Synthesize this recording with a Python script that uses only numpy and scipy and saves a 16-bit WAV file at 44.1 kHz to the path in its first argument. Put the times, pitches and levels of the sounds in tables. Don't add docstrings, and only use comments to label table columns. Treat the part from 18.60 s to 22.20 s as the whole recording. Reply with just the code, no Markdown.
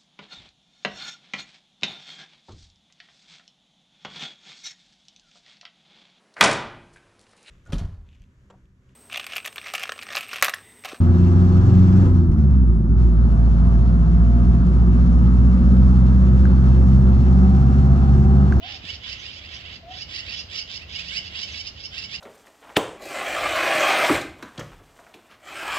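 import sys
import numpy as np
from scipy import signal
from scipy.fft import rfft, irfft
from scipy.io import wavfile
from scipy.ndimage import uniform_filter1d

SR = 44100
rng = np.random.default_rng(int(sys.argv[2]) if len(sys.argv) > 2 else 0)


def dump(signal):
    limited = np.clip(np.atleast_2d(signal).T, -1, 1)
    pcm = np.round(limited * 32767).astype(np.int16)
    wavfile.write(sys.argv[1], SR, pcm)


N = 158760
T = np.arange(N) / SR
SIDES = np.array([[.5], [-.5]])
JITTER_HZ = 320


def from_db(db):
    return 10 ** (np.asarray(db) / 20)


def rms_one(x):
    return x / np.sqrt(np.mean(x ** 2) + 1e-20)


def at_hz(points, hz):
    point_hz, value = np.transpose(points)
    return np.interp(np.log(hz + 1), np.log(point_hz), value)


def bins(x):
    return np.fft.rfftfreq(x.shape[-1], 1 / SR)


def colour(x, points):
    gain = from_db(at_hz(points, bins(x)))
    return irfft(rfft(x) * gain, x.shape[-1])


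def wobble(rate_hz, size):
    white = rng.standard_normal(size)
    slowed = rfft(white) / (1 + (bins(white) / rate_hz) ** 2)
    return rms_one(irfft(slowed, size))


def background():
    # frequency [Hz], relative level per Hz [dB]
    rumble_colour = [(20, -21), (40, -13), (60, 1), (85, 2), (130, -8.5), (280, -14), (430, -18.5),
                     (650, -16.5), (950, -23.5), (1600, -23.5), (2900, -20.5), (4200, -25.5), (7000, -42.5),
                     (10000, -66), (13000, -49.5)]
    # frequency [Hz], left-right correlation [-1 to 1]
    likeness = [(60, 0.95), (125, 0.93), (250, 0.86), (500, 0.51), (1000, 0.013), (8000, 0.34)]
    # frequency [Hz], left minus right [dB]
    air_balance = [(60, -1.5), (500, 1), (3000, 2), (8000, -4), (13000, -6.5)]
    level_db, swell_db, swell_hz = -45.5, 0.93, 6.6
    mid, side = rfft(rng.standard_normal((2, N)))
    hz = bins(T)
    alike = np.clip(at_hz(likeness, hz), -1, 1)
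    pair = np.sqrt(1 + alike) * mid + np.sqrt(1 - alike) * side * 2 * SIDES
    tone_db = at_hz(rumble_colour, hz) + SIDES * at_hz(air_balance, hz)
    level = from_db(level_db + swell_db * wobble(swell_hz, size=N))
    return level * rms_one(irfft(pair * from_db(tone_db), N))


def hum():
    pitch_hz, level_db, waver_hz = 176.1, -63, 1.8
    strength = from_db(level_db) * np.sqrt(2) * wobble(waver_hz, size=N)
    return strength * np.sin(2 * np.pi * pitch_hz * T)


def syrinx(pitch, jitter, overtones_db):
    unsteady_hz = pitch * (1 + jitter * wobble(JITTER_HZ, size=len(pitch)))
    phase = 2 * np.pi * np.cumsum(unsteady_hz) / SR
    stack = 0
    for number, db in enumerate(overtones_db, 1):
        stack = stack + from_db(db) * np.sin(number * phase + rng.uniform(0, 2 * np.pi))
    return rms_one(stack), phase


def call(t, lead, top_hz, cry_db, rasp_db):
    cry_overtones = [-14, -9.5, 3.5, 7.5, -11, -2.5, 3.5, -20, -19]
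    rasp_overtones = [-13.5, -9.5, 0, 2, -1.5, 2.5, 0, -3, -5]
    # frequency [Hz], relative level [dB]
    throat = [(700, -17.5), (1400, -14.5), (2100, -10.5), (2550, -8), (2850, 0), (3100, 1), (3500, -4.5),
              (4300, -5.5), (4800, 0.5), (5250, 2.5), (5750, -4.5), (6800, -7.5), (9000, -30),
              (11000, -58.5), (14000, -44)]
    start_share, sweep_s, drop_per_s = .48, .078, 3.1
    cry_jitter, rasp_jitter = .016, .048
    rasp_noise = 0.74
    swell_s, peak_lead_s = 0.018, 0.014
    glide_db = -8.5
    closed_db, opening_s, opening_hz = -8, 0.063, 4300
    attack_s, release_s = 0.045, 0.011
    flutter_db, flutter_hz, flock_db = 2, 140, -2.5

    before, after = np.minimum(t, 0), np.maximum(t, 0)
    climb = start_share + (1 - start_share) * np.exp(before / sweep_s)
    pitch = top_hz * climb * np.exp(-drop_per_s * after)

    clear, _ = syrinx(pitch, cry_jitter, cry_overtones)
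    hoarse, phase = syrinx(pitch, rasp_jitter, rasp_overtones)
    hoarse = hoarse + rasp_noise * (1 + np.cos(phase)) * rng.standard_normal(len(t))

    swell = np.exp(np.minimum(t + peak_lead_s, 0) / swell_s)
    cry = rms_one(colour(clear, throat)) * from_db(cry_db) * np.maximum(swell, from_db(glide_db))
    rasp = rms_one(colour(hoarse, throat)) * from_db(rasp_db)
    voice = cry + rasp

    dull = irfft(rfft(voice) / (1 + (bins(t) / opening_hz) ** 10))
    beak_db = closed_db * (1 - np.exp(-(before / opening_s) ** 2))
    voice = dull + (voice - dull) * from_db(beak_db)
    gate = np.clip((t + lead) / attack_s, 0, 1) * np.exp(-(after / release_s) ** 2)
    return voice * gate * from_db(flutter_db * wobble(flutter_hz, size=len(t)) + flock_db)


def magpies():
    # top_s [s], lead_in_s [s], top_pitch_hz [Hz], then cry_db, rasp_db and
    # bright_db [dB], all three before the flock level and treble changes
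    calls = [ (0.119, 0.11, 767.6, -51.5, -33, -9.5), (0.166, 0.13, 686, -50, -40, -0.5),
             (0.304, 0.09, 761, -32, -35.5, -9), (.355, 0.16, 736, -47.5, -40, 0),
             (0.501, 0.11, 744, -45.5, -37, -4), (0.534, 0.11, 725, -38.5, -36.5, -3),
             (0.663, 0.15, 717, -40, -41, -2.5), (.692, 0.11, 781, -39, -38, -14),
             (0.744, 0.091, 719, -48.5, -40.5, -4), (0.787, 0.071, 864, -47, -36, -11.5),
             (0.863, 0.11, 715, -39, -43.5, -10), (0.948, 0.099, 725.4, -39.5, -38, -7.5),
             (0.976, 0.06, 824, -43.5, -48, -5.5), (1.012, 0.12, 708, -42.5, -38.5, -14),
             (1.066, 0.078, 718, -39.5, -44.5, -13.5), (1.132, 0.12, 785, -48.5, -36, -16),
             (1.163, 0.11, 701, -44.5, -42.5, -3.5), (1.427, 0.15, 747, -39, -43, 6),
             (1.561, 0.096, 725, -36.5, -36.5, -1.5), (1.603, 0.1, 730, -35, -38, -1.5),
             (1.696, 0.089, 681, -35, -43, -2.5), (1.741, 0.096, 760, -38, -39.5, -1),
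             (1.806, 0.11, 719, -42.5, -38, 5.5), (1.958, 0.082, 747, -35.5, -33.5, -6.5),
             (1.996, 0.074, 758, -39, -35.5, 6.5), (2.019, 0.043, 717, -39.5, -61, 6.5),
             (2.169, 0.11, 749, -41, -37.5, 3), (2.232, 0.069, 689, -38.5, -42, -20),
             (2.363, 0.1, 738, -35.5, -38.5, -1), (2.413, 0.089, 702.3, -35.5, -34, -4.5),
             (2.492, 0.11, 736, -40, -40, 0), (2.524, 0.049, 753, -34.5, -37.5, -16.5),
             (2.582, 0.11, 750.3, -29, -35, -0.5), (2.678, 0.088, 725, -41.5, -39.5, -4.5),
             (2.772, 0.099, 740, -33.5, -40.5, -11), (2.839, 0.13, 778.6, -37, -34.5, 0.5),
             (2.899, 0.048, 719, -37.5, -34.5, -8.5), (2.962, 0.089, 733, -38.5, -42.5, -2),
             (3.008, 0.11, 786, -36, -36.5, 0), (3.082, 0.057, 739, -41.5, -38, 3),
             (3.259, 0.12, 758, -43.5, -46, 9.5), (3.394, 0.093, 722, -34, -36, -4),
             (3.45, 0.068, 753, -36.5, -38, -1), (3.559, 0.087, 736.4, -36, -37, -0.5)]
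    # frequency [Hz], left minus right [dB]
    flock_balance = [(1200, -1.5), (2100, -9.5), (5400, -10), (9000, 11), (13000, -10)]
    bright_hz, bright_width_hz = 5580, 1680
    effort_hz, usual_cry_db, effort_gain = 6800, -40, 0.74
    left_lead_s, lead_spread_s = 0.00027, .00003
    size, top = 8192, 7000

    out = np.zeros((2, N + 2 * size))
    t = (np.arange(size) - top) / SR
    hz = bins(t)
    upper_resonance = 1 / (1 + ((hz - bright_hz) / bright_width_hz) ** 2)
    treble = 1 - 1 / (1 + (hz / effort_hz) ** 10)
    side_gain = from_db(SIDES * at_hz(flock_balance, hz))
    for top_s, lead, top_hz, cry_db, rasp_db, bright_db in calls:
        effort_db = effort_gain * (cry_db - usual_cry_db)
        tone_db = bright_db * upper_resonance + effort_db * treble
        spectrum = rfft(call(t, lead, top_hz, cry_db, rasp_db)) * from_db(tone_db)
        ahead_s = left_lead_s + lead_spread_s * rng.normal()
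        time_shift = np.exp(2j * np.pi * hz * ahead_s * SIDES)
        start = int(top_s * SR)
        out[:, start:start + size] += irfft(spectrum * side_gain * time_shift)
    return out[:, top:top + N]


def trees(x):
    # frequency [Hz], gain [dB]
    trees_colour = [(1000, 9), (2000, 4.5), (2900, -1), (4000, 2), (5200, -3.5), (9000, 6.5)]
    fade_60db_s = 0.29
    scatter = rng.standard_normal((2, SR)) * from_db(-60 * T[:SR] / fade_60db_s)
    scatter = scatter / np.sqrt(np.sum(scatter[0] ** 2))
    scatter = colour(scatter, trees_colour)
    return signal.fftconvolve(x[None], scatter, axes=1)[:, :N]


def yelps():
    # [dB, before the echo is added]
    yelp_curves = [
        [(.01, 630, -51), (.045, 721, -43), (.085, 852, -59.5), (.13, 805, -54.5), (.18, 714, -58.5)],
        [(1.228, 665, -49), (1.25, 663, -47), (1.316, 749, -43.5), (1.345, 751, -53.5), (1.375, 750, -58)],
    ]
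    echo_db = -10
    out = 0
    for curve in yelp_curves:
        time_s, pitch_hz, level_db = np.transpose(curve)
        sounding = (T > time_s[0]) * (T < time_s[-1])
        level = from_db(np.interp(T, time_s, level_db)) * sounding
        level = uniform_filter1d(level, size=400)
        phase = 2 * np.pi * np.cumsum(np.interp(T, time_s, pitch_hz)) / SR
        out = out + np.sqrt(2) * level * np.sin(phase)
    return out + from_db(echo_db) * trees(out)


def thump():
    # frequency [Hz], relative level [dB]
    thump_colour = [(60, -13), (220, -2), (400, -12), (560, -18.5), (1000, -39), (4000, -70)]
    start_s, peak_db, decay_s = .242, -33, 0.0069
    fade = (T > start_s) * np.exp(-abs(T - start_s) / decay_s)
    knock = colour(rng.standard_normal(N) * fade, thump_colour)
    return from_db(peak_db) * knock / abs(knock).max()


def small_bird():
    # middle_s [s], length_s [s], average pitch_hz [Hz], peak level_db [dB]
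    chips = [(.605, 0.045, 6060, -47.5), (0.957, 0.046, 5800, -48), (2.926, 0.018, 6000, -41)]
    jitter = 0.056
    waver = 1 + jitter * wobble(JITTER_HZ, size=N)
    out = 0
    for middle_s, length_s, pitch_hz, level_db in chips:
        swell = np.exp(-(2 * (T - middle_s) / length_s) ** 2)
        whistle = np.sin(2 * np.pi * pitch_hz * np.cumsum(waver) / SR)
        out = out + from_db(level_db) * swell * whistle
    return out


def scene():
    trees_db, trees_balance_db = -7, -4
    birds = magpies() + small_bird()
    echo = from_db(trees_db + SIDES * trees_balance_db) * trees(birds[1])
    return birds + echo + yelps() + thump() + hum() + background()


def record(dry):
    cutoff_hz = 15400
    return irfft(rfft(dry) / (1 + (bins(dry) / cutoff_hz) ** 200), N)


dry = scene()
out = record(dry)
dump(out)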